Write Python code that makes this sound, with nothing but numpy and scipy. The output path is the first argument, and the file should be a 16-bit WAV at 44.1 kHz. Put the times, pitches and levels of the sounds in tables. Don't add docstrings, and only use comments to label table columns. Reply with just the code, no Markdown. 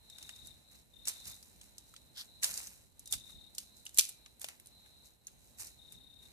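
import sys
import numpy as np
from scipy import signal
from scipy.fft import rfft, irfft
from scipy.io import wavfile
from scipy.ndimage import uniform_filter1d

SR = 44100
rng = np.random.default_rng(int(sys.argv[2]) if len(sys.argv) > 2 else 0)


def digitize_waveform(pressure):
    field = np.atleast_2d(pressure).T
    bounded = np.clip(field, -1, 1)
    quanta = np.round(bounded * 32767).astype(np.int16)
    wavfile.write(sys.argv[1], SR, quanta)


N = 278712
TIME = np.arange(N) / SR
GROUND_LAG_S = 0.00017


def amp(db):
    return 10 ** (np.asarray(db) / 20)


def unit(x):
    return x / np.sqrt(np.mean(x ** 2) + 1e-20)


def read(points, hz):
    f, value = np.transpose(points)
    return np.interp(np.log(hz + 1), np.log(f + 1), value)


def add(mix, start_s, sound):
    part = mix[..., max(round(start_s * SR), 0):][..., :sound.shape[-1]]
    part += sound[..., :part.shape[-1]]


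def colour(x, points):
    hz = np.fft.rfftfreq(N, 1 / SR)
    rolloff = np.minimum(hz / points[0][0], 1) ** 2 / np.maximum(hz / points[-1][0], 1) ** 2
    return unit(irfft(rfft(x) * amp(read(points, hz)) * rolloff, N))


def minimum_phase(gain_db):
    log_gain = np.log(amp(np.r_[gain_db, gain_db[-2:0:-1]]))
    return np.fft.ifft(np.exp(np.conj(signal.hilbert(log_gain)))).real


def stroke(peak_s, rise_s, fall_s, hold_s=0):
    build = np.clip(1 + (TIME - peak_s) / rise_s, 0, 1) ** 2
    return build * np.exp(-np.clip((TIME - peak_s - hold_s) / fall_s, 0, 10) ** 1.09)


def wander(per_s):
    return unit(np.interp(TIME * per_s, np.arange(500), rng.standard_normal(500)))


def grains(per_s):
    sizes = amp(4 * np.minimum(rng.exponential(1, N), 3)) * (rng.random(N) < per_s / SR)
    power = signal.lfilter([1], [1, -np.exp(-2 / (.0009 * SR))], sizes ** 2)
    return unit(np.sqrt(power) * rng.standard_normal((2, N)))


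# f/Hz, coherence
PORT_COHERENCE = [(300, .4), (1200, 0.52), (2200, .7), (3200, 0.84), (4500, 0.31), (7000, 0.36),
                  (11000, 0.19)]

def ports(pair, share, lag_s=GROUND_LAG_S):
    size = pair.shape[1]
    hz = np.fft.rfftfreq(size, 1 / SR)
    own, right = rfft(pair)
    coherence = np.clip(share * read(PORT_COHERENCE, hz), 0, 1)
    delayed = right * np.exp(-2j * np.pi * hz * lag_s)
    left = coherence * delayed + np.sqrt(1 - coherence ** 2) * own
    return irfft(np.array([left, right]), size)


# f/Hz, level/dB
AIR_SPECTRUM = [(25, -24), (40, -5.5), (62, 0.5), (90, -4.5), (125, -6), (160, -9.5), (200, -8), (400, -14),
                (600, -13.5), (980, -16.5), (1100, -23.5), (2600, -22.5), (3400, -23)]
# t/s, level/dB
RUMBLE = [(0, -65.5), (1.2, -63), (1.9, -66), (2.4, -64), (3.3, -63), (3.9, -66.5), (5.0, -66.5),
          (5.6, -64.5), (6.32, -64)]
# t/s, level/dB
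BUMPS = [(.245, -59), (.45, -57.5), (1.28, -54), (1.6, -59.5), (2.3, -73), (2.52, -57), (3.15, -52.5),
         (3.365, -52.5), (5.61, -58), (5.96, -60), (6.23, -61.5)]

def air(upper_db=-69, sway_db=-0.3, split_hz=300):
    noise = colour(ports(rng.standard_normal((2, N)), share=0.23), AIR_SPECTRUM)
    low = signal.sosfiltfilt(signal.butter(2, split_hz, fs=SR, output="sos"), noise)
    bumps = sum(amp(db) * stroke(s, rise_s=0.064, fall_s=0.036) for s, db in BUMPS)
    rumble = amp(np.interp(TIME, *np.transpose(RUMBLE)) + sway_db * wander(per_s=13))
    pan = amp([[-0.5], [0.5]])
    return amp(upper_db) * (noise - low) + low * np.hypot(rumble, bumps) * pan


# start/s, end/s, level/dB
FAR_CALLS = [(-.04, 0.66, -64), (0.58, 0.873, -63.5), (0.977, 1.453, -59.5), (1.49, 2.23, -72.5),
             (2.176, 2.736, -63.5), (3.02, 3.61, -64.5), (3.545, 3.944, -66.5), (3.95, 4.373, -66),
             (4.62, 5.177, -64.5), (5.49, 6.45, -68)]
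# f/Hz, level/dB
CHORUS_SPECTRUM = [(3300, -32), (3650, -10), (3830, -2), (4060, 0), (4180, -5), (4400, -30)]

def far_crickets(floor_db=-74, fade_s=0.14, flutter_db=0.85, whine_db=-84, whine_hz=13480):
    power = amp(floor_db) ** 2
    for start_s, end_s, db in FAR_CALLS:
        swell = np.clip(np.minimum(TIME - start_s, end_s - TIME) / fade_s, 0, 1)
        power = power + (amp(db) * swell) ** 2
    band = colour(rng.standard_normal((2, N)), CHORUS_SPECTRUM)
    flutter = amp(flutter_db * wander(per_s=37))
    whine_spectrum = [(whine_hz - 300, -35), (whine_hz, 0), (whine_hz + 300, -35)]
    whine = colour(rng.standard_normal((2, N)), whine_spectrum)
    return band * np.sqrt(power) * flutter + amp(whine_db) * whine


# f/Hz, level/dB
FIZZ_SPECTRUM = [(1000, -13), (3000, -11.5), (5000, -14), (8000, 9.5), (13000, 8), (14300, -19),
                 (15200, -34)]
# f/Hz, level/dB
LEAF_SPECTRUM = [(1470, -52), (2500, -19), (3270, -26), (3860, -14), (6740, -7.5), (8350, -6.5),
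                 (11000, -11.5), (14300, -13), (14700, -37), (15500, -74)]

def fire(ticks_db=-75, fizz_db=-74):
    ticks = colour(ports(grains(per_s=400), share=0.5), LEAF_SPECTRUM)
    fizz = colour(rng.standard_normal((2, N)), FIZZ_SPECTRUM)
    return amp(ticks_db) * ticks + amp(fizz_db) * fizz


# peak/s, crisp/dB, scrape/dB, press/s, settle to 1/e/s
STIRS = [(0.24, -59.5, -66.5, 0.3, 0.27), (0.469, -53.5, -75, 0.044, 0.011), (0.714, -58.5, -69, .012, .09),
         (1.077, -36, -46, 0.017, 0.027), (1.16, -55.5, -64, 0.071, 0.09),
         (1.275, -45, -57.5, 0.062, 0.063), (1.48, -62, -77, 0.18, 0.13), (1.63, -62, -72, 0.043, 0.099),
         (1.88, -64, -92, 0.11, 0.091), (2.183, -52.5, -60.5, 0.041, 0.057), (2.436, -37, -49, 0.027, 0.13),
         (2.584, -45.5, -57, 0.11, 0.063), (3.133, -38, -52.5, 0.042, 0.019), (3.3, -59, -68.5, 0.18, 0.06),
         (3.6, -58.5, -74, 0.11, 0.082), (3.77, -61, -84, 0.048, 0.074),
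         (3.999, -40.5, -58.5, 0.086, 0.012), (4.419, -46.5, -60.5, .025, .025),
         (4.49, -59.5, -60, 0.058, 0.052), (4.87, -71, -74.5, 0.13, 0.065), (5.06, -56, -79, 0.034, 0.019),
         (5.45, -66, -88, 0.13, .16), (5.603, -43.5, -57, 0.04, 0.058), (5.93, -60, -70.5, .06, 0.029),
         (6.225, -65, -71.5, 0.038, .2)]
# f/Hz, level/dB
SCRAPE_SPECTRUM = [(150, -36.5), (400, -8.5), (750, -3.5), (1200, -5), (2000, -0.5), (2800, 0.5),
                   (4500, -21.5)]
# f/Hz, level/dB
DRAG_SPECTRUM = [(900, -33), (1300, -10), (1900, -10), (2300, -25), (3200, 3), (5000, 3), (7000, -8),
                 (14000, -11), (15500, -56)]

def leaves(stir_trim_db=-1, rest_crisp_db=-80, rest_scrape_db=-86, drag_db=-46):
    cracks = .45 * grains(per_s=150)
    crisp = colour(ports(grains(per_s=2300) + cracks, share=0.9), LEAF_SPECTRUM)
    scrape = colour(ports(grains(per_s=1800) + cracks, share=0.85), SCRAPE_SPECTRUM)
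    drag = colour(ports(grains(per_s=3700), share=0.9), DRAG_SPECTRUM)
    crisp_power, scrape_power = amp(rest_crisp_db) ** 2, amp(rest_scrape_db) ** 2
    for peak_s, crisp_db, scrape_db, press_s, settle_s in STIRS:
        press = amp(stir_trim_db) * stroke(peak_s, press_s, settle_s)
        crisp_power = crisp_power + (amp(crisp_db) * press) ** 2
        scrape_power = scrape_power + (amp(scrape_db) * press) ** 2
    pull = amp(drag_db) * stroke(peak_s=2.18, rise_s=0.044, fall_s=0.013, hold_s=.032)
    return crisp * np.sqrt(crisp_power) + scrape * np.sqrt(scrape_power) + drag * pull


# start/s, end/s, level/dB, f/Hz, wing rate/Hz
TRILLS = [(0.089, 0.545, -65, 3746, 34), (0.928, 1.365, -68, 3686, 35.4), (3.058, 3.5, -65.5, 3742, 34.6),
          (5.78, 6.28, -67.5, 3732, 32)]

def near_cricket(duty=.86):
    out = np.zeros(N)
    for start_s, end_s, db, hz, wing_hz in TRILLS:
        t = np.arange(0, end_s - start_s, 1 / SR)
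        sweep = np.minimum(t * wing_hz % 1 / duty, 1)
        waver, rasp = (unit(uniform_filter1d(v, size=110))[:len(t)] for v in rng.standard_normal((2, N)))
        pitch_hz = hz * (1 - .035 * (sweep - .5) - .19 * (sweep - .5) ** 2 + .008 * waver)
        force = np.sin(np.pi * sweep) * (1 + .25 * rasp)
        song = force * np.sin(2 * np.pi * np.cumsum(pitch_hz) / SR)
        add(out, start_s, amp(db) * unit(song * signal.windows.tukey(len(t), .08)))
    return np.array([out, out])


# f/Hz, t60/s
TREE_DECAY = [(300, 0.33), (2000, 0.61), (6000, 0.64), (14000, 0.43)]

def trees(x):
    hz, t, bands = signal.stft(rng.standard_normal((2, SR)), SR, nperseg=256)
    decay = amp(-60 * t / read(TREE_DECAY, hz)[:, None])
    tail = signal.istft(bands * decay, SR, nperseg=256)[1]
    return signal.fftconvolve(x, tail / np.linalg.norm(tail[0]), axes=1)[:, :N]


# f/Hz, level/dB
SNAP_SPECTRUM = [(80, -59), (500, -32), (720, -21), (950, -23.5), (1400, -17), (1950, -15.5), (2400, -13),
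                 (2900, -8.5), (3600, -4.5), (4700, -6.5), (6500, -2), (8000, 1), (9700, 3), (12000, -1.5),
                 (14300, -8), (15500, -37.5)]

def snap(level_db, body_db, top_db, fall_s, lag_s=GROUND_LAG_S, rise_s=0.00055, scatter_s=0.0072):
    t, hz = np.arange(2048) / SR, np.fft.rfftfreq(1024, 1 / SR)
    burst = (np.exp(-t / fall_s) + 0.25 * np.exp(-t / scatter_s)) * (1 - np.exp(-t / rise_s))
    tear = ports(rng.standard_normal((2, len(t))), share=0.98, lag_s=lag_s) * burst
    resonances_db = 2 * unit(uniform_filter1d(rng.standard_normal(len(hz)), size=9))
    woody_db = read([(900, 0.82), (2000, 1.0), (4500, 0)], hz) * (body_db + 19)
    sizzle_db = read([(6000, 0.016), (11000, 0.98)], hz) * (top_db + 3)
    twig = minimum_phase(read(SNAP_SPECTRUM, hz) + resonances_db + woody_db + sizzle_db)
    sound = signal.fftconvolve(tear, twig[None], axes=1)
    return amp(level_db) * sound * np.sqrt(np.sum(burst ** 2) / np.sum(sound ** 2))


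# t/s, level/dB, body/dB (neutral -19), top/dB (neutral -3), fall to 1/e/s
SNAPS = [(0.099, -41.5, -22, -12, 0.00091), (0.184, -39, -10, -11, .001), (0.2273, -37, -16, -10.5, 0.0011),
         (0.2918, -35, -6.5, -14, 0.0013), (0.361, -49, -24, -14, 0.0027), (0.471, -42, -35, -2, .002),
         (1.054, -33, -24, -15, 0.00081), (1.073, -29, -40, -22, 0.004), (1.082, -25, -51, -11, 0.0037),
         (1.201, -45.5, -32, -17, .0015), (1.254, -42, -33, -15, 0.0032), (1.4266, -48, -40, -14, 0.0033),
         (1.613, -45.5, -12.5, -11, 0.0025), (1.7812, -38.5, -29, -12, 0.0017),
         (1.939, -50.5, -6, -7, .0024), (1.9631, -42, -13, -21, 0.0018), (2.427, -34, 3, -6, 0.0033),
         (2.4322, -19.5, -48, -19, 0.0013), (2.4367, -30, 1, 6, 0.011), (2.4425, -19.5, -43, -23, 0.0019),
         (2.4437, -23, -3, 11, 0.0019), (2.54, -31, -52, -21, .0017), (2.575, -28.5, -69, -12, 0.0021),
         (2.67, -37, -53, -15, 0.0021), (2.994, -38.5, -48, -2, .0012), (3.057, -45.5, -30, -10, 0.0036),
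         (3.074, -42, -22, -6, 0.0033), (3.1108, -37.5, -45, -3, 0.0018), (3.1242, -20.5, -35, -5, 0.0018),
         (3.1348, -30, -8.5, -11, 0.0026), (3.1399, -31, -14, -7, .002), (3.549, -44.5, -39, -8, 0.0032),
         (3.5819, -26.5, -26.5, -12.5, 0.0018), (3.8526, -46.5, -32, -1, 0.0057),
         (3.8659, -34.5, -17, -18, 0.0011), (3.8924, -46, -17, -11, 0.0021),
         (3.9443, -38.5, -47.5, -4, .0013), (3.9738, -23, -17, 1.5, 0.0014),
         (3.9848, -10.5, -18, -4, 0.0022), (3.9883, -14.5, -5, 25, 0.0021),
         (3.993, -12.5, -27.5, -21, 0.0022), (4.0912, -32, -16, 2, 0.0016),
         (4.2606, -43.5, -4, -19, 0.0016), (4.3958, -48.5, -25, 2, 0.0021),
         (4.4152, -36.5, -13, -3.5, 0.0023), (4.4432, -28.5, -11, -13, 0.0015),
         (4.4857, -36, -2, -5, .0023), (4.5981, -45, -4, 2, 0.0015), (4.659, -45.5, -14, -4, .0012),
         (4.6704, -43, -19, -1, .0014), (4.86, -53.5, 4, -7, 0.0019), (5.269, -36, -49, -13, 0.00095),
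         (5.2797, -51, -4, -11.5, .0024), (5.67, -38.5, -50, -12, 0.0012), (5.922, -44, -16, 2, 0.0026)]
# t/s, left port lag/s
TWIG_BEARING = [(2.7, 0.00013), (3.1, 0.00019), (3.95, .00025), (4.45, .0002)]

def snaps(gain_db=3):
    out = np.zeros((2, N))
    for start_s, level_db, body_db, top_db, fall_s in SNAPS:
        lag_s = np.interp(start_s, *np.transpose(TWIG_BEARING))
        add(out, start_s, snap(level_db, body_db, top_db, fall_s, lag_s))
    return amp(gain_db) * out


# f/Hz, level/dB
ECHO_SPECTRUM = [(400, -34.5), (1000, -24), (2000, -13.5), (2500, -5), (4000, -0.5), (6500, 1),
                 (10000, 0.5), (14000, -8.5), (15200, -49.5)]

def foliage_echo(x, t60_s=0.28, build_s=0.0014):
    power = uniform_filter1d((x ** 2).mean(0), size=64)
    t = np.arange(SR // 2) / SR
    tail = np.exp(-2 * np.log(1000) * t / t60_s) * (1 - np.exp(-t / build_s))
    echo_power = abs(signal.fftconvolve(power, tail / tail.sum())[:N])
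    splinters = .55 * grains(per_s=110)
    hiss = colour(ports(rng.standard_normal((2, N)) + splinters, share=0.45), ECHO_SPECTRUM)
    return np.sqrt(echo_power) * hiss


# t/s, f/Hz, level/dB, t60/s
KNOCKS = [(0.293, 2840, -43, .018), (1.939, 1330, -48, 0.019), (3.127, 3540, -25, 0.034),
          (3.127, 800, -50, .03), (3.864, 2970, -31, 0.014), (3.9869, 2396, -28, 0.051),
          (3.994, 2630, -30.5, .03), (4.4436, 650, -36, .015), (5.2702, 6470, -33, 0.02)]

def knocks(rise_s=0.00063, left_lag_samples=4):
    out, t = np.zeros(N), np.arange(4096) / SR
    for start_s, hz, db, t60_s in KNOCKS:
        swing = (1 - np.exp(-t / rise_s)) * np.exp(-np.log(1000) * t / t60_s)
        add(out, start_s, amp(db) * swing * np.sin(2 * np.pi * hz * t))
    return np.array([np.roll(out, left_lag_samples), out])


def embers(per_s=3.4, max_pops=120):
    out = np.zeros((2, N))
    starts_s = np.cumsum(rng.standard_exponential(max_pops)) / per_s
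    for start_s, (size, woodiness) in zip(starts_s, rng.uniform(-1, 1, (max_pops, 2))):
        pop = snap(level_db=-65 + 3 * size, body_db=-16 + 8 * woodiness, top_db=-4, fall_s=0.00092)
        add(out, start_s, pop)
    return out


# t/s, gain/dB
LULLS = [(.67, -2), (.88, -4), (2.91, -5), (4.35, -1.5), (5.2, -5.5), (6.13, -2.5)]

def lulls(half_width_s=0.064):
    return amp(sum(db * np.exp(-((TIME - s) / half_width_s) ** 2) for s, db in LULLS))


def scene(snap_echo_db=-11, cricket_pan_db=9):
    cracks, trill, wood = snaps(), near_cricket(), knocks()
    left_trill = trill * amp([[cricket_pan_db], [-cricket_pan_db]])
    yard = trees(amp(-18) * wood + amp(-6) * trill)
    echo = amp(snap_echo_db) * foliage_echo(cracks)
    background = far_crickets() + air() + fire() + embers()
    return cracks + wood + left_trill + yard + echo + (leaves() + background) * lulls()


# f/Hz, left minus right/dB
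PORT_BALANCE = [(300, -.5), (1200, -2.5), (2000, -3), (2900, 0.5), (5500, 0), (9000, -1.5), (11500, -5)]

def record(dry, cutoff_hz=15900):
    balance_db = read(PORT_BALANCE, np.fft.rfftfreq(N, 1 / SR))
    heard = irfft(rfft(dry) * amp([balance_db / 2, -balance_db / 2]), N)
    lowpass = signal.firwin(511, cutoff_hz, window=("kaiser", 9), fs=SR)
    return signal.oaconvolve(heard, lowpass[None], "same")


dry = scene()
out = record(dry)
digitize_waveform(out)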